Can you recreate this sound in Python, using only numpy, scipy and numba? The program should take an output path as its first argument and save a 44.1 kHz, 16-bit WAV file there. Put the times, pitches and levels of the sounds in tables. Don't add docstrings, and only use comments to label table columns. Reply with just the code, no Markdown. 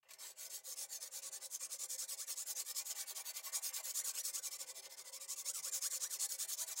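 import sys
import numpy as np
from scipy import signal
from scipy.io import wavfile
from scipy.ndimage import uniform_filter1d
from numba import njit

SR = 44100
rng = np.random.default_rng(int(sys.argv[2]) if len(sys.argv) > 2 else 0)


def gain_from_db(level_db):
    decades = np.asarray(level_db, float) / 20
    return 10 ** decades


def digitize_waveform(pressure):
    field = np.atleast_2d(pressure).T
    bounded = np.clip(field, -1, 1)
    quanta = np.round(bounded * 32767).astype(np.int16)
    wavfile.write(sys.argv[1], SR, quanta)


N = 299880

# multiple of its pitch, level in dB.
OVERHANG_PARTIALS = [(1, 1), (2.22, 2), (3.6, 1)]
# time in seconds, stroke level in dB.
EFFORT = [(.18, -51.5), (.75, -47), (.9, -49), (1.2, -48), (1.35, -51), (1.7, -46), (2.15, -44.5),
          (2.7, -44.5), (3.2, -48.5), (3.6, -44.5), (4.0, -41.7), (4.15, -43.5), (4.4, -43.5), (4.83, -56),
          (5.0, -54), (5.43, -41.5), (6.55, -43), (6.8, -45.5)]
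# time in seconds, place on the blade (0 heel, 1 tip),
# overhang pitch at the far turn in Hz.
WORK_PATH = [(.2, 0.43, 1845), (.8, 0.32, 1700), (1.4, 0.015, 1817), (1.7, 0.11, 1387), (1.9, 0.12, 1780),
             (2.26, 0.44, 2100), (2.6, 0.55, 1600), (3.3, 0.88, 1940), (3.8, 0.88, 1850), (4.1, 0.59, 2104),
             (4.25, 0.44, 2097), (4.6, 0.063, 1230), (4.9, 0.073, 984), (5.35, 0.076, 1257),
             (5.75, .25, 1953), (6.1, 0.36, 2106), (6.3, 0.55, 2000), (6.8, 0.6, 2250)]


def sharpening():
    # centre in Hz, width in Hz, level in dB.
    low_modes = [(158.7, 17.6, -20.5), (257, 27, -18.5), (395.3, 19.3, -8), (353, 13, -18), (532, 31, 1),
                 (464, 29, -15), (619, 23, -14)]
    # centre in Hz, width in Hz, level in dB.
    blade_modes = [(645.5, 52, -1.5), (748, 33, -4.5), (803, 38, -0.5), (972, 58, -2)]
    # centre in Hz, width in Hz, level in dB.
    middle_modes = [(1143, 59.6, 1), (1297, 55, -16.5), (1498, 52, -2), (1834, 78, -1.5), (2057, 43, 2.5),
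                    (2339, 27, 3.5), (2723, 340, -6.5)]
    # centre in Hz, width in Hz, level in dB.
    upper_modes = [(2810, 450, -12), (3197, 94, 0), (3614, 130, 1.5), (3923, 173, 4.5), (4477, 202, 6.5),
                   (5200, 430, 2)]
    # centre in Hz, width in Hz, level in dB.
    rasp_modes = [(5130, 85, -5.5), (5597, 170, 0.5), (6020, 230, -1.5), (6540, 153, 0), (6883, 530, -1),
                  (7370, 430, -0.5), (7825, 294, -3.5), (8180, 710, -4.5), (8700, 340, -4.5),
                  (9406, 420, -3.5), (10160, 300, -2), (7400, 2980, -8)]
    # centre in Hz, width in Hz, level in dB.
    edge_modes = [(11440, 170, 0.5), (11900, 900, -1), (12920, 500, -6), (13540, 330, 3), (14360, 790, -10),
                  (14630, 1200, 0), (15700, 960, 0)]

    push, pitch_hz, sing, edge = hand()
    sharp, dull = touches()
    t = np.arange(N) / SR
    low = share(t, heel_db=-18.5, tip_db=-11.5, bend=0.26, per_db=0.69)
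    blade = share(t, heel_db=-29, tip_db=8.5, bend=3.5, per_db=1.2)
    middle = share(t, heel_db=-18.5, tip_db=7, bend=1.75, per_db=0.77)
    upper = share(t, heel_db=-14, tip_db=6.5, bend=1.2, per_db=0.68)
    force = grit(scatter_db=2.0, clump_db=1.0)
    drag = grit(scatter_db=1.48, clump_db=1.5)
    pressure = np.sqrt(uniform_filter1d(push ** 2, int(0.07 * SR)).clip(0))
    fast = push * (push / (pressure + 1e-9)) ** 0.24
    near = [(multiple * pitch_hz, 8 * sing) for multiple, _ in OVERHANG_PARTIALS]
    lean = pitch_hz / 1300

    rasp_force = force * (push + sharp)
    edge_force = force * (fast * edge + gain_from_db(-1) * sharp)
    upper_force = force * (push * upper + gain_from_db(-6) * sharp + gain_from_db(-33) * dull)
    middle_force = drag * ((0.55 * push + 0.4 * pressure) * middle * gain_from_db(-2.5) + gain_from_db(-15) * dull)
    blade_force = drag * ((0.19 * push + 1.02 * pressure) * blade + gain_from_db(-20) * dull + jolts())
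    low_force = drag * ((0.39 * push + 0.72 * pressure) * low + gain_from_db(-23.5) * dull)

    out = ring(rasp_force, rasp_modes, wander_db=3.0, drift=0.013, shift=lean ** 0.13, rate=35)
    out += ring(edge_force, edge_modes, wander_db=0.5, drift=0.013, shift=lean ** 0.05, rate=35)
    out += ring(upper_force, upper_modes, wander_db=2.5, drift=0.016, rate=28, near=near)
    out += ring(middle_force, middle_modes, wander_db=3.0, drift=0.024, rate=25, near=near)
    out += ring(blade_force, blade_modes, wander_db=3.0, drift=0.0055)
    out += ring(low_force, low_modes, wander_db=3.0, drift=0.012, rate=30)
    return out + overhang(pitch_hz, push * sing * 1.3 * lean ** 1.3)


def hand():
    # time in seconds, number of the turn.
    turns = [(.181, 1), (.345, 2), (.491, 3), (.753, 5), (.995, 7), (1.099, 8), (1.214, 9), (1.302, 10),
             (1.49, 12), (2.069, 18), (2.351, 21), (2.737, 25), (2.941, 27), (3.054, 28), (3.141, 29),
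             (3.607, 34), (3.722, 35), (3.821, 36), (3.933, 37), (4.323, 41), (4.499, 43), (4.813, 47),
             (5.035, 50), (5.27, 53), (5.437, 55), (5.707, 58), (5.894, 60), (6.28, 64), (6.845, 70)]
    # time in seconds, level against the rasp in dB.
    grip = [(1.5, -36), (1.58, -27), (2.36, -27), (2.5, -36), (3.85, -36), (3.93, -25), (4.5, -24),
            (4.8, -19), (5.4, -23), (6.1, -23), (6.3, -26)]
    near_turn_hz = 874
    lean, lean_fade_s = 0.14, 1.23
    pull_sing_db, pull_edge_db = -2, 1.5

    when, number = np.transpose(turns)
    turn = np.arange(number[0], number[-1] + 1)
    turn_s = np.interp(turn, number, when)
    back = turn % 2 == 0
    work_s, _, far_turn_hz = np.transpose(WORK_PATH)
    effort_db = np.interp(turn_s, *np.transpose(EFFORT))
    turn_hz = np.where(back, np.interp(turn_s, work_s, far_turn_hz), near_turn_hz)
    sing = gain_from_db(np.interp(turn_s, *np.transpose(grip)) + pull_sing_db * back)
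    edge = share(turn_s, heel_db=-8, tip_db=6, bend=0.9, per_db=0.16) * gain_from_db(pull_edge_db * back)

    t = np.arange(N) / SR
    k = np.clip(np.searchsorted(turn_s, t) - 1, 0, len(turn_s) - 2)
    u = np.clip((t - turn_s[k]) / (turn_s[k + 1] - turn_s[k]), 0, 1)
    peak = 0.5 + lean * np.exp(-turn_s / lean_fade_s) * (2 * back - 1)
    peak = np.clip(peak, 0.15, 0.85)[k]
    speed = np.sin(np.pi * u ** (np.log(0.5) / np.log(peak)))
    push = np.tanh(1.214 * speed ** 1.554) * gain_from_db(effort_db[k] + 4.0)
    travel = 0.5 * u + (1 - np.cos(np.pi * u)) / 4
    pitch_hz = turn_hz[k] * (turn_hz[k + 1] / turn_hz[k]) ** travel
    return push, pitch_hz, sing[k], edge[k]


def share(t, heel_db, tip_db, bend, per_db):
    firm_db = -44
    work_s, place, _ = np.transpose(WORK_PATH)
    along = np.interp(t, work_s, place).clip(0, 1) ** bend
    lightness_db = firm_db - np.interp(t, *np.transpose(EFFORT))
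    return gain_from_db(heel_db + tip_db * along + per_db * lightness_db)


def grit(scatter_db, clump_db):
    slips = rng.standard_normal(N) * gain_from_db(scatter_db * rng.exponential(size=N))
    return unit(slips * gain_from_db(clump_db * walk(400) + 2.03 * walk(60)))


def ring(force, modes, wander_db, drift, shift=1, rate=18, near=()):
    out, power = 0, 0
    for hz, width_hz, db in modes:
        centre_hz = np.minimum(hz * shift * (1 + drift * walk(20)), 0.45 * SR)
        lift = 1 + sum(gain * np.exp(-(np.log(pitch_hz / hz) / 0.07) ** 2) for pitch_hz, gain in near)
        drive = force * lift * gain_from_db(db + wander_db * walk(rate))
        out = out + svf(drive, centre_hz, 2.0 * width_hz)
        power += gain_from_db(2 * db) * np.pi * width_hz / SR
    return out / np.sqrt(power)


def overhang(pitch_hz, gain):
    out = 0
    for multiple, db in OVERHANG_PARTIALS:
        partial_hz = multiple * pitch_hz * (1 + 0.022 * walk(150))
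        phase = 2 * np.pi * np.cumsum(partial_hz) / SR
        out = out + gain * gain_from_db(db - 2.5 + 3.5 * walk(55)) * np.sin(phase)
    return out


def jolts():
    # start in seconds, peak in dB, ring T60 in seconds.
    tip_jolts = [
        (3.17, -58, 0.15),
        (3.56, -56, 0.24),
        (3.78, -55, 0.14),
        (6.6, -59.5, 0.23),
    ]
    t = np.arange(N) / SR
    out = 0
    for start_s, db, t60_s in tip_jolts:
        rise = np.clip((t - start_s) / 0.008, 0, 1)
        out = out + rise * gain_from_db(db - 60 * np.maximum(t - start_s, 0) / t60_s)
    return out


def touches():
    # start in seconds, peak in dB, ring T60 in seconds, low share in dB.
    contacts = [
        (0.027, -58.5, 0.8, 12.5),
        (0.086, -46.5, 0.14, 8),
        (.104, -43, 0.11, 0.5),
        (0.133, -41.5, 0.064, -3),
    ]
    t = np.arange(N) / SR
    sharp, dull = 0, 0
    for start_s, db, t60_s, low_db in contacts:
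        rise = np.clip((t - start_s) / 0.0017, 0, 1)
        fade = rise * gain_from_db(db - 11 - 60 * np.maximum(t - start_s, 0) / t60_s)
        sharp = sharp + fade * gain_from_db(-low_db)
        dull = dull + fade * gain_from_db(low_db)
    return sharp, dull


def unit(x):
    return x / np.sqrt(np.mean(x ** 2))


def walk(rate):
    hold = int(SR / rate)
    steps = np.repeat(rng.standard_normal(N // hold + 1), hold)
    return 1.163 * uniform_filter1d(uniform_filter1d(steps, hold), hold)[:N]


@njit
def svf(x, hz, width):
    y = np.empty(len(x))
    band1, low1, band2, low2 = 0., 0., 0., 0.
    for i in range(len(x)):
        g = np.tan(np.pi * hz[i] / SR)
        k = width / hz[i]
        v = (band1 + g * (x[i] - low1)) / (1 + g * (g + k))
        band1, low1 = 2 * v - band1, low1 + 2 * g * v
        w = (band2 + g * (k * v - low2)) / (1 + g * (g + k))
        band2, low2 = 2 * w - band2, low2 + 2 * g * w
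        y[i] = k * w
    return y


def workshop(x):
    t60_s = 0.45
    t = np.arange(int(0.4 * SR)) / SR
    noise = rng.standard_normal(len(t))
    dull = signal.lfilter([0.2], [1, -0.8], noise) * gain_from_db(-60 * t / t60_s)
    bright = 0.027 * noise * gain_from_db(-60 * t / (0.5 * t60_s))
    tail = (t > 0.004) * (dull + bright)
    return signal.fftconvolve(x, tail / np.sqrt(np.sum(tail ** 2)))[:N]


def building_rumble():
    noise = svf(rng.standard_normal(N), np.full(N, 100.), 99.0)
    return unit(noise) * gain_from_db(-96.5 + 2.3 * walk(4.8))


def scene():
    room_db, hiss_db = -20.5, -99
    dry = sharpening()
    hiss = gain_from_db(hiss_db) * rng.standard_normal(N)
    return (dry + gain_from_db(room_db) * workshop(dry) + building_rumble() + hiss)[None]


def low_pass(x):
    return signal.sosfilt(signal.butter(12, 16450, fs=SR, output="sos"), x)


def record(dry):
    bass_cut = signal.butter(2, 120, "high", fs=SR, output="sos")
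    top_cut = signal.ellip(12, 0.3, 60, 15850, fs=SR, output="sos")
    mix = signal.sosfilt(top_cut, signal.sosfilt(bass_cut, dry))
    return low_pass(mix)


dry = scene()
out = record(dry)
digitize_waveform(out)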